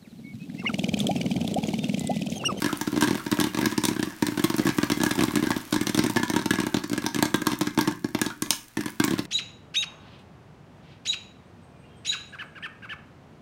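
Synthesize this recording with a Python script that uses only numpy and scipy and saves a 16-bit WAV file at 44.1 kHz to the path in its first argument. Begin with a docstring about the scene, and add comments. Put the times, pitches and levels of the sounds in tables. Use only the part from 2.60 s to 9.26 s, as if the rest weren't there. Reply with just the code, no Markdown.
"""Popcorn in an electric popper

Kernels burst at full pace under a plastic dome on a kitchen counter. Each hull splits with a crack
that excites the dome's modes, its puff of steam drives the enclosed air into a thump, and flung
pieces tick back down. The heap squeaks, hot oil sizzles and spits, the kitchen reverberates
briefly, and the stirring motor hums beneath it all."""
import sys
import numpy as np
from scipy import signal
from scipy.fft import rfft, irfft, next_fast_len
from scipy.io import wavfile

SR = 44100
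rng = np.random.default_rng(int(sys.argv[2]) if len(sys.argv) > 2 else 0)


def inscribe(sig):
    """Save sig as 16-bit PCM at rate SR to the path in sys.argv[1].

    A 1-D sig is mono; a 2-D sig holds one channel per row.
    Samples are clipped to [-1, 1] before scaling.
    """
    pcm = np.round(np.clip(np.atleast_2d(sig).T, -1, 1) * 32767)
    wavfile.write(sys.argv[1], SR, pcm.astype(np.int16))


N = 293706
BAND_LIMIT_HZ = 16000


# Bursting kernels, with relative levels: start_s, thump_db, crack_db
BURSTS = [(0.0204, -17.5, -22), (0.0435, -15.5, -23.5), (0.061, -14.5, -22.5), (0.128, -16, -27),
          (0.2124, -20, -18), (0.274, -14.0, -29), (0.3272, -16.5, -39), (0.3414, -17.5, -40),
          (0.362, -16.5, -32.0), (0.3748, -12.5, -30), (0.4097, -23, -19), (0.4232, -10.5, -18),
          (0.4359, -17, -21), (0.443, -18, -23), (0.4743, -18, -25), (0.4827, -15, -26.5),
          (0.5078, -11.5, -26), (0.529, -17, -35), (0.5536, -18, -30.5), (0.664, -18.0, -32.0),
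          (0.7151, -18.0, -18.0), (0.7245, -11, -26.5), (0.7884, -12.5, -30), (0.8004, -16.5, -15),
          (0.811, -12.5, -20.5), (0.8405, -14.5, -21), (0.8676, -19, -31.5), (0.946, -20, -25),
          (0.9718, -19, -28), (0.9877, -15.5, -21.5), (1.013, -19.5, -21), (1.0276, -13.5, -34),
          (1.043, -18, -29), (1.0573, -17, -13.5), (1.0662, -13, -39), (1.1228, -21, -32),
          (1.1786, -12, -21.0), (1.2376, -16.5, -19.5), (1.2527, -17.5, -11), (1.2844, -12.5, -21.0),
          (1.312, -16, -37), (1.3634, -18.0, -37), (1.3935, -14, -31), (1.4279, -15, -23.5),
          (1.4717, -22, -43), (1.6238, -9.5, -20.5), (1.6668, -24, -18.5), (1.684, -15.5, -32.5),
          (1.72, -20.5, -43), (1.7744, -15, -27.5), (1.7948, -15.5, -26.5), (1.8399, -9.5, -18),
          (1.846, -15.5, -22), (1.8999, -15.5, -22.5), (1.9414, -15, -30), (1.982, -17, -24.5),
          (1.9946, -10.5, -28.5), (2.0533, -12, -31), (2.068, -13.5, -22), (2.0743, -16.0, -26.5),
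          (2.0897, -12.5, -24), (2.184, -10.5, -23.5), (2.2311, -11.5, -23), (2.3004, -16, -20.5),
          (2.3177, -12.5, -19.5), (2.3715, -19, -37), (2.4023, -15, -31), (2.4146, -16, -27),
          (2.4352, -13, -16), (2.4635, -12, -22.5), (2.5115, -14.5, -21), (2.5542, -24, -22.5),
          (2.578, -17, -34.0), (2.5893, -11, -24.5), (2.6084, -14, -22), (2.62, -12, -32),
          (2.6362, -12.5, -18.5), (2.6812, -15.5, -32), (2.736, -19, -39), (2.7561, -12, -18.5),
          (2.7698, -12.5, -27.5), (2.793, -18.5, -38), (2.8255, -13, -30), (2.838, -16.5, -29),
          (2.8691, -15.5, -28.5), (2.9048, -13.5, -22.5), (2.9639, -16, -29.5), (3.1253, -12.5, -21),
          (3.1417, -20, -24), (3.1609, -13.0, -25), (3.2114, -13.5, -23), (3.2692, -18, -19.5),
          (3.294, -17, -23.5), (3.3459, -15, -20.5), (3.3751, -13, -23), (3.3903, -8, -17.5),
          (3.4383, -14, -22.5), (3.4464, -14.5, -34), (3.463, -15, -24), (3.498, -18.5, -23.0),
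          (3.5608, -13, -23), (3.5691, -13, -22.5), (3.597, -18.5, -34), (3.6314, -15, -21.5),
          (3.6995, -15.5, -20.5), (3.7364, -15, -27.5), (3.7627, -11, -20), (3.7913, -18.5, -31),
          (3.8582, -14.5, -23.5), (3.9071, -11, -16), (3.9358, -17, -24), (3.9859, -15.0, -30),
          (4.0014, -15.5, -24), (4.035, -19, -36), (4.0666, -16, -24), (4.1433, -11, -21.5),
          (4.168, -13.5, -26.5), (4.2406, -22, -29.0), (4.2968, -26.5, -26), (4.314, -17.5, -41),
          (4.3311, -15.5, -26), (4.3779, -16, -24), (4.441, -18, -32), (4.4637, -17.5, -18.5),
          (4.5458, -21.5, -22), (4.56, -15.5, -27), (4.5878, -15, -27), (4.6255, -10.0, -12.5),
          (4.6545, -16, -24), (4.7425, -10, -19), (4.8182, -19.5, -26), (4.8688, -12.0, -15),
          (4.888, -21, -36), (4.9172, -19, -25), (4.9312, -16, -30), (5.0106, -14.5, -20),
          (5.0168, -15.5, -27), (5.0704, -15, -26.5), (5.1756, -10.5, -26), (5.188, -11.5, -21),
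          (5.2107, -17.5, -18.5), (5.2749, -12, -23.5), (5.281, -15.5, -32), (5.4443, -13, -32.5),
          (5.548, -13, -25), (5.6151, -13.5, -14.5), (5.6628, -17.5, -25.5), (5.8217, -16.5, -17),
          (5.9061, -27.5, -5.5), (6.1705, -16.5, -27), (6.1888, -16.5, -42), (6.2085, -26, -29),
          (6.259, -19, -26.0), (6.3996, -9, -18.5), (6.4396, -14.5, -16.5), (6.4786, -15, -26.5),
          (6.508, -14.5, -25.5), (6.5199, -17, -40), (6.535, -14.5, -30), (6.5906, -16, -26)]

def popping(tear_s=0.0038, ring_db=-11.5):
    """Pressure release: a kernel on top of the heap cracks brightly, a buried one thumps dully."""
    start_s, thump_db, crack_db = np.transpose(BURSTS)
    bright_db = np.clip(8.5 + 0.86 * (crack_db - thump_db), -14, 21)  # treble over mids
    return thumps(start_s, thump_db) + cracks(start_s, crack_db, bright_db, tear_s, ring_db)


# Spectrum of a splitting hull: frequency_hz, gain_db
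HULL_SPECTRUM = [(250, -18.5), (550, 2.5), (1300, 3), (2900, -1.5), (3700, 1), (4800, -4), (5600, -2),
                 (7800, -8), (8700, -4), (10300, -11), (11400, -9.5), (16000, -15.5)]
# Modes of the plastic dome: pitch_hz, level_db, t60_s
DOME_MODES = [(603, -3.5, 0.069), (929.5, 7.5, 0.071), (1083, 6.5, 0.055), (1660.5, 12.5, 0.041),
              (2105, -2, 0.13)]

def cracks(start_s, level_db, bright_db, tear_s, ring_db, scatter_t60_s=0.033, split_hz=4200):
    """Impulse excitation: a snap and a brief tear scatter round the dome and set its modes ringing."""
    t, count = clock(.08), len(start_s)
    # bursts above -19.5 dB tear faster and scatter less
    shortening = amp(-0.36 * np.maximum(level_db + 19.5, 0))[:, None]
    decay_s = tear_s * shortening * np.exp(0.12 * rng.standard_normal((count, 1)))
    # each hull's size and shape give it a colour of its own
    knots_hz, hz = np.geomspace(500, BAND_LIMIT_HZ, 10), np.fft.rfftfreq(len(t), 1 / SR)
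    timbre_db = 2.5 * rng.standard_normal((count, len(knots_hz)))
    timbre = [amp(along(np.c_[knots_hz, row], hz)) for row in timbre_db]
    # a bright crack reaches further into the top octave
    top_lift = amp(0.52 * bright_db[:, None] * np.clip(np.log2(1 + hz / 10600) - 1, 0, 1))
    noise = irfft(rfft(rng.standard_normal((count, len(t)))) * timbre * top_lift, len(t))
    mids = butterworth(noise, 2, split_hz, "low")
    treble = -butterworth(noise, 2, split_hz, "high")
    scatter = shortening * amp(-16 - 60 * t / scatter_t60_s)
    snap = 2 * np.exp(-t / 0.00016)
    brightness = amp(bright_db)[:, None]
    # the heap absorbs the treble sooner than the mids
    burst = mids * (np.exp(-t / (1.83 * decay_s)) + scatter)
    burst += brightness * treble * (snap + np.exp(-t / decay_s) + 0.5 * scatter)
    burst *= amp(level_db)[:, None] / np.linalg.norm(burst, axis=1, keepdims=True)
    # each blow lands elsewhere on the dome, so the modes share it differently
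    ring = np.zeros_like(burst)
    for mode_hz, mode_db, t60_s in DOME_MODES:
        strength = amp(mode_db) * rng.standard_normal((count, 1))
        pitch_hz = mode_hz * (1 + 0.033 * rng.standard_normal((count, 1)))
        ring += strength * np.sin(2 * np.pi * pitch_hz * t) * amp(-60 * t / t60_s)
    ring *= amp(level_db + ring_db)[:, None] / np.sqrt(1 + brightness ** 2)
    hulls = signal.fftconvolve(place(start_s, burst), response(HULL_SPECTRUM))[:N]
    return amp(25) * hulls + place(start_s, ring)


# Response of the air under the dome: frequency_hz, gain_db
CAVITY_SPECTRUM = [(40, -77), (60, -24.5), (90, -21), (112, -11), (165, -12.5), (188, -6), (250, -5),
                   (272, -7.5), (300, 0.5), (330, -4.5), (395, -12.5), (450, -26), (650, -29), (1200, -55)]

def thumps(start_s, level_db, lag_s=0.0014, puff_s=0.00014):
    """Cavity resonance: a puff drives the enclosed air just after the crack; slower puffs sound deeper."""
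    t = clock(.004)
    width_s = puff_s * rng.lognormal(sigma=.5, size=len(start_s))
    puffs = np.exp(-np.square((t - t.mean()) / width_s[:, None]))
    puffs *= (amp(level_db) / puffs.sum(axis=1))[:, None]
    drive = place(start_s + lag_s - t.mean(), puffs)
    cavity = -response(CAVITY_SPECTRUM)
    return signal.fftconvolve(drive, cavity / np.abs(cavity).max())[:N]


def tumbling(pieces=2, flight_s=.04):
    """Secondary impacts: each burst flings pieces that strike the dome or the heap a moment later."""
    launch_s = np.repeat(np.array(BURSTS)[:, 0], pieces)
    delay, size, brightness = rng.standard_normal((len(launch_s), 3)).T
    impact_s = launch_s + flight_s * np.exp(.55 * delay)
    level_db = -41 + 4.5 * size
    ticks = cracks(impact_s, level_db, bright_db=5 * brightness, tear_s=0.0013, ring_db=-10.5)
    return ticks + thumps(impact_s, level_db)


# Popcorn rubbing on the dome: start_s, peak_db, pitch_hz
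DOME_RUBS = [(0.088, -28.5, 1392), (0.592, -34, 1357), (5.7, -33.5, 1430)]

def squeaking(count=60, faint_db=-44, faint_hz=1750, rise_s=0.0082, roughness=0.51):
    """Stick-slip friction: jostled pieces rub roughly on the dome, a few loud squeaks among many fainter ones."""
    t = clock(.06)
    jostle_s = rng.choice(np.array(BURSTS)[:, 0], count) + rng.exponential(.04, count)
    faint_rubs = np.c_[jostle_s, rng.normal(faint_db, 3, count), faint_hz * rng.lognormal(0, .35, count)]
    start_s, peak_db, pitch_hz = np.vstack([DOME_RUBS, faint_rubs]).T
    unsteady_hz = pitch_hz[:, None] * (1 + roughness * rng.standard_normal((len(start_s), len(t))))
    phase = 2 * np.pi * np.cumsum(unsteady_hz, axis=1) / SR
    stroke = t / rise_s * np.exp(1 - t / rise_s)
    return place(start_s, amp(peak_db)[:, None] * stroke * np.sin(phase))


# Big drops of oil bursting: start_s, peak_db
OIL_DROPS = [(0.1728, -18), (1.8445, -10), (1.965, -16), (2.6264, -20), (2.7195, -21), (3.5108, -19),
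             (4.7598, -17), (4.989, -21), (5.9664, -26), (6.3039, -19.5), (6.4488, -9)]

def spitting(decay_s=0.00081, cutoff_hz=7000):
    """Impulsive rupture: each big drop of oil bursts in one thin, high tick."""
    start_s, peak_db = np.transpose(OIL_DROPS)
    t = clock(.004)
    ticks = rng.standard_normal((len(start_s), len(t))) * np.exp(-t / decay_s)
    ticks = butterworth(ticks, 2, cutoff_hz, "high")
    return place(start_s, amp(peak_db)[:, None] * ticks / np.abs(ticks).max(axis=1, keepdims=True))


# Spectrum of sizzling oil: frequency_hz, density_db
SIZZLE_SPECTRUM = [(550, 1), (1500, 3.5), (16000, -13.5)]
# How hard the oil fries: time_s, gain_db
FRYING_STRENGTH = [(0, -41), (1.3, -46), (2.0, -41), (2.7, -40), (3.5, -45), (4.498, -54), (5.5, -55),
                   (6.66, -49)]

def frying(count=1800, cutoff_hz=2500):
    """Shot noise: oil droplets burst at random in sharp clicks, most of them tiny, over a sizzle."""
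    start_s = rng.uniform(0, N / SR, count)
    size_db = 8 + 5 * np.minimum(rng.exponential(size=count), 4)
    impulses = place(start_s, (amp(size_db) * rng.choice([-1, 1], count))[:, None])
    clicks = butterworth(impulses, 1, cutoff_hz, "high")
    strength = amp(np.interp(np.arange(N) / SR, *np.transpose(FRYING_STRENGTH)))
    return strength * (0.47 * hiss(SIZZLE_SPECTRUM) + clicks)


# Reverberation time of the kitchen: frequency_hz, t60_s
KITCHEN_DECAY = [(120, 0.59), (300, 0.66), (550, 0.25), (1500, 0.39), (4000, 0.24), (14000, 0.36)]

def kitchen(sound, delay_s=.006, count=40):
    """Reverberation: the bursts move round the pan, so each stretch of sound gets its own room tail."""
    hz, t, spectra = signal.stft(rng.standard_normal((count, SR // 2)), SR, nperseg=256)
    decay = amp(-60 * t / along(KITCHEN_DECAY, hz)[:, None])
    tails = signal.istft(spectra * decay, SR, nperseg=256)[1]
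    tails /= np.linalg.norm(tails, axis=1, keepdims=True)
    tails = colour(tails, lambda f: amp(along([(400, -13), (1000, -7), (6000, -7), (9000, -11.5)], f)))
    size = N // count + 1
    stretches = np.pad(sound, (0, count * size - N)).reshape(count, size)
    return place(np.arange(count) * size / SR + delay_s, signal.fftconvolve(stretches, tails, axes=1))


# Spectrum of the motor's rumble: frequency_hz, density_db
RUMBLE_SPECTRUM = [(30, -4), (130, -6), (900, -32)]

def motor(hum_hz=118, hum_db=-63, rumble_db=-62):
    """Periodic vibration: the stirring motor hums with two harmonics over a low rumble."""
    phase = 2 * np.pi * hum_hz * np.arange(N) / SR
    hum = unit(np.sin(phase) + .5 * np.sin(2 * phase))
    return amp(hum_db) * hum + amp(rumble_db) * hiss(RUMBLE_SPECTRUM)


def amp(db):
    """Decibels as an amplitude ratio."""
    return 10 ** (np.asarray(db) / 20)


def unit(x):
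    """Normalisation to rms 1 along time."""
    return x / np.sqrt(np.mean(x ** 2, axis=-1, keepdims=True) + 1e-20)


def along(points, hz):
    """Interpolation of (frequency_hz, value) points on a log axis."""
    knots_hz, values = np.transpose(points)
    return np.interp(np.log(hz + 1), np.log(knots_hz), values)


def clock(seconds):
    """Uniform sample times."""
    return np.arange(int(seconds * SR)) / SR


def butterworth(x, order, cutoff_hz, kind):
    """Maximally flat low-pass or high-pass filtering."""
    return signal.sosfilt(signal.butter(order, cutoff_hz, kind, fs=SR, output="sos"), x)


def colour(x, gain):
    """Zero-phase filtering by a gain that depends on frequency."""
    size = next_fast_len(x.shape[-1] + SR // 4)
    return irfft(rfft(x, size) * gain(np.fft.rfftfreq(size, 1 / SR)), size)[..., :x.shape[-1]]


def hiss(spectrum):
    """Spectral shaping of white noise, at rms 1."""
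    return unit(colour(rng.standard_normal(N), lambda hz: amp(along(spectrum, hz))))


def response(spectrum, size=8192):
    """Minimum phase: folding the cepstrum gives a causal impulse response with this spectrum."""
    cepstrum = irfft(np.log(amp(along(spectrum, np.fft.rfftfreq(size, 1 / SR)))))
    cepstrum[1:size // 2] *= 2
    cepstrum[size // 2 + 1:] = 0
    return irfft(np.exp(rfft(cepstrum)))


def place(start_s, sounds):
    """Superposition of short sounds, one a row, at their start times."""
    index = np.round(np.maximum(start_s, 0) * SR).astype(int)[:, None] + np.arange(sounds.shape[1])
    return np.bincount(index.ravel(), sounds.ravel(), N)[:N]


def scene():
    """Direct and reverberant fields add: the popper, close by, in its kitchen."""
    corn = popping() + tumbling() + squeaking() + frying() + spitting()
    return (corn + kitchen(corn) + motor())[None]


def record(dry):
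    """Soft saturation rounds the sharpest peaks, and a low-pass limits the band."""
    rounded = dry / (1 + np.abs(dry / .55) ** 4) ** (1 / 4)
    return colour(rounded, lambda hz: hz < BAND_LIMIT_HZ)


dry = scene()
out = record(dry)
inscribe(out)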